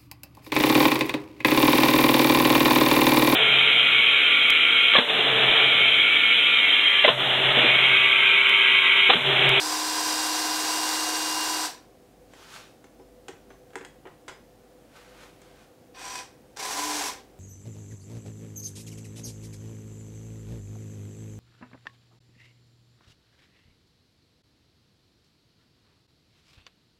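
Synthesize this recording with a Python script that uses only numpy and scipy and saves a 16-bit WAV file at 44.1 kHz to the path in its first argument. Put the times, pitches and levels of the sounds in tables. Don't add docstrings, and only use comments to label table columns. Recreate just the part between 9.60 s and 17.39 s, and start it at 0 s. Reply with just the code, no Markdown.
import sys
import numpy as np
from scipy import signal
from scipy.fft import rfft, irfft, next_fast_len
from scipy.io import wavfile

SR = 44100
rng = np.random.default_rng(int(sys.argv[2]) if len(sys.argv) > 2 else 0)


def master(y):
    cut = np.clip(np.atleast_2d(y).T, -1, 1)
    pcm = np.round(cut * 32767)
    wavfile.write(sys.argv[1], SR, pcm.astype(np.int16))


N = 343539
TIME = np.arange(N) / SR
BINS = np.fft.rfftfreq(8192, 1 / SR)

# t(on)/s, t(off)/s, t(fastest)/s, top shaft rate/Hz, bend of the speed arch/(Hz/s^2),
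# mid-run swell of the load/dB
MOTOR_RUNS = [ (-0.2, 2.056, 1.9, 312.2, 1.15, 1.5), (6.338, 6.6, 6.54, 160, 2000, 1.1),
              (6.961, 7.484, 7.295, 301.5, 900, -1.2), ]
TILT, NUDGE, BACK = MOTOR_RUNS
TEETH = (9, 27, 45)


def motor_rattle():
    # f/Hz, relative density/dB
    tilt_spectrum = [(200, -35.5), (270, -17), (400, -11), (620, -13.5), (780, -5), (1000, -3),
                     (1280, -10.5), (3100, -13), (4000, -7), (5700, -11), (8000, -11), (9500, -16),
                     (13000, -21.5), (15500, -26.5)]
    nudge_spectrum = [(200, -25), (270, -11), (400, -6), (620, -13), (780, -1), (1000, -0.5), (1280, -7),
                      (2200, -5.5), (3100, -7.5), (5700, -6), (8000, -8.5), (9500, -16), (13000, -23),
                      (15500, -32)]
    back_spectrum = [(200, -25.5), (270, -13), (400, -6.5), (620, -10), (780, 1), (1000, -1), (1280, -7),
                     (2200, -5.5), (3100, -7.5), (5700, -5.5), (8000, -7.5), (9500, -12.5), (13000, -18),
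                     (15500, -26)]
    tilt = arm_panels(TILT, tilt_spectrum, panels=3, level_db=-29.5, arm_share=1.08, dulling_db=9,
                      throb_db=.73, wear_db=3, rattle_db=4.5, slack=.08, rub_db=-4.5)
    nudge = arm_panels(NUDGE, nudge_spectrum, panels=2, level_db=-40.5, arm_share=.9, dulling_db=41,
                       throb_db=.5, wear_db=4.5, rattle_db=1.5, slack=.25, rub_db=-1.5)
    back = arm_panels(BACK, back_spectrum, panels=2, level_db=-31, arm_share=.52, dulling_db=13,
                      throb_db=1.54, wear_db=3, rattle_db=4, slack=.11, rub_db=-7.5)
    return tilt + nudge + back


def arm_panels(run, spectrum, panels, level_db, arm_share, dulling_db, throb_db, **contact):
    # f/Hz, bandwidth/Hz, gain/dB
    resonances = [(503.3, 10.4, 7.5), (718, 42, 5.5), (805, 37, 7), (837, 52, -6), (936, 11, -8.5),
                  (1022, 32, 3.5), (1046, 27, 4), (1100, 20, -1), (1574, 184, 5.5), (2480, 52, 3.5),
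                  (4614, 45, 7), (5100, 90, 0.5), (5744, 440, 6.5), (7530, 72, 6), (8230, 240, 6),
                  (10430, 250, 4), (12700, 820, 4)]
    # t/s, added level/dB
    lurches = [(1.293, 5), (6.349, 5), (6.455, 7), (6.557, 10.5), (6.59, 9), (6.972, 7.5), (7.111, 3),
               (7.481, 2)]
    t, shaft_hz, loudness = drive(run)
    shaft_hz = shaft_hz * (1 + .0025 * drift(len(t), 18))
    turns = np.cumsum(shaft_hz) / SR
    pace = shaft_hz / shaft_hz.max()
    arm_db = sum(db / (1 + (2 * (BINS - hz) / width) ** 2) for hz, width, db in resonances)
    shape_db = across(spectrum, BINS) + arm_share * arm_db
    load_db = throb_db * drift(len(t), 56)
    load_db += sum(db * np.exp(-((t - s) / .0021) ** 2) for s, db in lurches)
    gain = amp(level_db + load_db) * loudness / np.sqrt(panels)
    out = np.zeros(N)
    for _ in range(panels):
        hard = unit(colour(gear_ticks(turns, **contact), shape_db))
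        soft = colour(hard, -dulling_db / (1 + (9000 / (BINS + 1)) ** 6))
        add(out, t[0], room(gain * (pace * hard + (1 - pace) * soft), wet_db=-2))
    return out


def gear_ticks(turns, wear_db, rattle_db, slack, rub_db):
    teeth_passed = np.floor(turns * TEETH[0]).astype(int)
    onsets = np.flatnonzero(np.diff(teeth_passed))
    tooth = teeth_passed[onsets]
    cycle = np.lcm.reduce(TEETH)
    wear = unit(sum(rng.standard_normal(count)[tooth % count] for count in TEETH))
    seat = rng.random(cycle)[tooth % cycle]
    scatter, play = rng.standard_normal((len(onsets), 2)).T
    delay = ((seat + slack * play) * np.gradient(onsets)).astype(int)
    force = amp(wear_db * wear + rattle_db * scatter) * rng.choice([-1, 1], cycle)[tooth % cycle]
    ticks = np.zeros(len(turns))
    np.add.at(ticks, np.clip(onsets + delay, 0, len(turns) - 1), force)
    rub = rng.standard_normal(len(turns)) * (1 + .21 * np.cos(2 * np.pi * turns))
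    return unit(unit(ticks) + amp(rub_db) * rub)


def drive(run, spin_up_s=.045, coast_s=.3, attack_s=.0086, release_db_per_s=340):
    on, off, fastest, top_hz, bend, swell_db = run
    t = np.arange(max(on, 0), off + .08, 1 / SR)
    coasting = np.maximum(t - off, 0)
    arch_hz = np.maximum(top_hz - bend * (t - fastest) ** 2, top_hz / 10)
    shaft_hz = arch_hz * (1 - .35 * np.exp((on - t) / spin_up_s)) * np.exp(-coasting / coast_s)
    load_db = swell_db * np.sin(np.pi * (t - on) / (off - on)) - release_db_per_s * coasting
    attack = 1 - np.exp((on - t) / attack_s)
    return t, shaft_hz, amp(load_db) * (shaft_hz / top_hz) ** .66 * attack


def motor_whine():
    # multiple of the shaft rate, relative level/dB
    outward_orders = [(1, -14.5), (2.33, -26), (2.53, -21), (2.8, -23.5), (3.07, -21), (3.2, -14.5),
                      (3.6, -29), (4.8, -27), (5, -20.5), (14.6, -28), (15, -18), (16, -21.5), (18, -27),
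                      (21, -24), (24, -30)]
    return_orders = [(18, -18), (21, -20), (24, -17), (27, -21), (34, -26), (36, -21), (42, -33), (48, -30),
                     (51, -34)]
    # t/s, gain/dB
    mesh_swell = [(0, -56), (.22, -46), (1.1, -43), (1.9, -40.5), (2.06, -48)]
    tones = shaft_orders(TILT, outward_orders, db=-27, waver=.056, steepness=2.9)
    tones += shaft_orders(BACK, return_orders, db=-31, waver=.05, steepness=5)
    tones += shaft_orders(BACK, [(1, 0)], db=-40, waver=.06, steepness=19)
    mesh = shaft_orders(TILT, [(TEETH[0], 0)], db=0, waver=.06, steepness=3)
    return tones + mesh * amp(np.interp(TIME, *np.transpose(mesh_swell)))


def shaft_orders(run, orders, db, waver, steepness, period_turns=15):
    t, shaft_hz, loudness = drive(run)
    shaft_hz = shaft_hz * (1 + .00116 * drift(len(t), 14.4))
    turns = np.cumsum(shaft_hz) / SR
    out, tones = np.zeros(N), np.zeros(len(t))
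    for order, order_db in orders:
        unsteady = min(waver * np.sqrt(order), .6) * (drift(len(t), 22) + 1j * drift(len(t), 32))
        cycles = round(order * period_turns) / period_turns * turns
        tones += amp(order_db) * ((1 + unsteady) * np.exp(2j * np.pi * (cycles + rng.random()))).real
    add(out, t[0], np.sqrt(2) * amp(db) * loudness * tones * (shaft_hz / shaft_hz.max()) ** steepness)
    return out


def ringing_parts(rod_damped_s=1.6, rod_db_per_s=5.5):
    panel_gains = [-43.5, -50, -40]
    # f/Hz, bandwidth/Hz, gain/dB
    casing_modes = [(789, 35, -56), (1575, 40, -61), (2500, 64, -52), (5830, 140, -54.5)]
    rod_db = rod_db_per_s * abs(np.minimum(TIME, TILT[1]) - rod_damped_s)
    rod = driven_mode(TILT, hz=5020, width_hz=150, db=-46.5) * amp(rod_db)
    panel = sum(driven_mode(run, hz=1003.2, width_hz=39.3, db=db)
                for run, db in zip(MOTOR_RUNS, panel_gains))
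    casing = sum(driven_mode(NUDGE, *mode) for mode in casing_modes)
    return rod + panel + casing


def driven_mode(run, hz, width_hz, db):
    t, shaft_hz, loudness = drive(run)
    ticks = gear_ticks(np.cumsum(shaft_hz) / SR, wear_db=1, rattle_db=4.5, slack=.27, rub_db=1)
    mode = colour(ticks, -20 * np.log10(1 + (2 * (BINS - hz) / width_hz) ** 4))
    out = np.zeros(N)
    add(out, t[0], amp(db) * loudness * unit(mode))
    return room(out, wet_db=-6.5)


def jaws(crack_db=1, body_db=-3, swell_s=.002):
    # t/s, base level/dB, relative body level/dB, treble/dB (-10.5 is neutral), crack T60/s
    knocks = [(2.736, -48, -8, -14, .02), (3.242, -49.5, -2, -11, .035), (3.397, -58, 16, -19, .03),
              (3.683, -37, 1.5, -10.5, .034), (3.732, -58, 12, -20, 0.028), (3.904, -48.5, -2, -28, .06),
              (4.105, -58, -2, -10, .02), (4.133, -52, 5, -16, .06), (4.156, -31.5, -1, -8, .024),
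              (4.186, -50, -2, -5, .02), (4.209, -44, 4, -24, .05), (4.249, -40.5, -8, -6, .024),
              (4.454, -45.5, 6, -53, 0.086), (4.471, -45.5, -10, -22, .061),
              (4.681, -36.5, -6.5, -12, 0.077), (4.696, -41.5, -16, -17, 0.037), (5.817, -54, -6, -1, .04)]
    # f/Hz, relative density/dB
    crack_spectrum = [(200, -8), (700, 3), (1100, 0), (1500, 1), (1950, 1.5), (2500, -5), (3300, -4.5),
                      (4300, -10.5), (5400, -13), (7300, -8), (8800, -15), (10000, -21), (15500, -38)]
    # f/Hz, relative level/dB, T60/s
    modes = [(288.6, -7, 0.19), (334, -8, .11), (379.5, 2.5, 0.15), (461, 2.5, 0.1), (540, -14, .07),
             (753, -12, 0.085), (802, 0, 0.076), (993, -12, 0.19)]
    out, t = np.zeros(N), np.arange(SR // 4) / SR
    for s, db, low_db, high_db, crack_t60 in knocks:
        shelf_db = (high_db + 10.5) / (1 + (4500 / (BINS + 1)) ** 4)
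        burst = rng.standard_normal(len(t)) * amp(-60 * t / crack_t60)
        crack = colour(burst, across(crack_spectrum, BINS) + shelf_db)
        crack /= np.std(crack[:SR // 250])
        body = sum(amp(mode_db - 60 * t / t60) * np.sin(2 * np.pi * (hz * t + rng.random()))
                   for hz, mode_db, t60 in modes)
        add(out, s, room(amp(db + crack_db) * crack, wet_db=-3.5))
        add(out, s, amp(db + low_db + body_db) * body * (1 - np.exp(-t / swell_s)) ** 2)
    return out


def hinge(t60_s=.55):
    # t/s, f/Hz, initial level/dB
    pings = [(3.242, 6200, -71), (3.392, 5216, -71), (3.682, 5685, -65), (3.897, 6137, -65),
             (4.681, 4990, -60), (4.681, 6220, -64)]
    out, t = np.zeros(N), np.arange(SR // 2) / SR
    for s, hz, db in pings:
        flutter = 1 + .4 * drift(len(t), 50)
        add(out, s, amp(db - 60 * t / t60_s) * np.sin(2 * np.pi * hz * t) * flutter)
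    return out


def sleeve(grain_db=1):
    # t(peak)/s, level/dB, 20 dB rise/s, 20 dB fall/s, blend from reaching (0) to settling (1)
    strokes = [(2.75, -57.5, 0.053, 0.23, 0), (2.825, -52, 0.14, .15, 0), (2.958, -43, .16, 0.15, 0.17),
               (5.365, -52, 0.067, 0.24, 1), (5.5, -60, .5, .5, 0.87), (5.628, -50, .17, .15, 0.91),
               (5.85, -62, .2, .4, 0.63), (6.03, -59, 0.34, 0.1, 0.63)]
    # f/Hz, relative density/dB
    reach_spectrum = [(290, -54), (500, -16), (577, -5), (666, -11), (792, -4), (1450, -0.5), (1960, -5.5),
                      (3190, -5), (6550, -10.5), (15500, -26)]
    settle_spectrum = [(350, -18), (600, -4), (1510, -2), (1730, -5.5), (2070, -5), (5740, -14),
                       (11800, -22.5), (15500, -30)]
    out = np.zeros(N)
    for s, db, rise, fall, blend in strokes:
        t = np.arange(-2 * rise, 2 * fall, 1 / SR)
        slips = rng.standard_normal(len(t)) * amp(grain_db * drift(len(t), 200))
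        shape_db = (1 - blend) * across(reach_spectrum, BINS) + blend * across(settle_spectrum, BINS)
        envelope = amp(db - 20 * np.maximum(-t / rise, t / fall))
        add(out, s + t[0], envelope * unit(colour(slips, shape_db)))
    return room(out, wet_db=-8)


def air(noise_db=-56):
    # f/Hz, relative density/dB
    spectrum = [(25, -40), (60, -11), (110, -4.5), (200, -6.5), (300, -2.5), (430, -11), (500, -0.5),
                (570, -9.5), (740, -8), (900, -18), (1300, -21), (3000, -26.5), (8000, -30.5),
                (15500, -33.5)]
    # f/Hz, level/dB
    hums = [(48.4, -67.5), (393, -67.5), (497, -64.5)]
    out = np.zeros(N)
    for hz, db in hums:
        phase = 2 * np.pi * hz * TIME + hz / 450 * drift(N, 6.1)
        out += amp(db) * np.sqrt(2) * np.sin(phase) * (1 + .39 * drift(N, 2.8))
    return out + amp(noise_db) * unit(colour(rng.standard_normal(N), across(spectrum, BINS)))


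def room(x, wet_db, echoes_per_s=4000):
    # f/Hz, T60/s
    decay_times = [(250, 0.98), (660, 0.35), (1740, 0.37), (4600, 0.32), (9000, 0.26), (15000, 0.29)]
    t = np.arange(SR // 2) / SR
    echoes = rng.choice([-1., 1.], len(t)) * (rng.random(len(t)) < echoes_per_s / SR) * (t > .003)
    hz, s, bands = signal.stft(echoes, SR, nperseg=256)
    tail = signal.istft(bands * amp(-60 * s / across(decay_times, hz)[:, None]), SR)[1]
    out = amp(wet_db) * signal.oaconvolve(x, tail / np.linalg.norm(tail))
    out[:len(x)] += x
    return out[:N] / np.hypot(1, amp(wet_db))


def colour(x, db):
    log_gain = np.log(amp(np.maximum(db - db.max(), -100)))
    two_sided = np.concatenate([log_gain, log_gain[-2:0:-1]])
    taps = np.fft.ifft(np.exp(np.conj(signal.hilbert(two_sided)))).real[:len(BINS)]
    return signal.oaconvolve(x, taps)[:len(x)]


def drift(size, hz):
    count = next_fast_len(size)
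    rolloff = 1 + (np.fft.rfftfreq(count, 1 / SR) / hz) ** 4
    return unit(irfft(rfft(rng.standard_normal(count)) / rolloff, count))[:size]


def across(points, hz):
    f, value = np.transpose(points)
    return np.interp(np.log(hz + 1), np.log(f + 1), value)


def amp(db):
    return 10 ** (np.asarray(db) / 20)


def unit(x):
    return x / np.sqrt(np.mean(x ** 2) + 1e-20)


def add(mix, s, sound):
    part = mix[round(s * SR):][:len(sound)]
    part += sound[:len(part)]


def scene():
    motor = motor_rattle() + motor_whine() + ringing_parts()
    return (motor + jaws() + hinge() + sleeve() + air())[None]


def record(dry, cutoff_hz=15780):
    lowpass = signal.firwin(1023, cutoff_hz, window=("kaiser", 9), fs=SR)
    return signal.oaconvolve(dry, lowpass[None], "same")


dry = scene()
out = record(dry)
master(out)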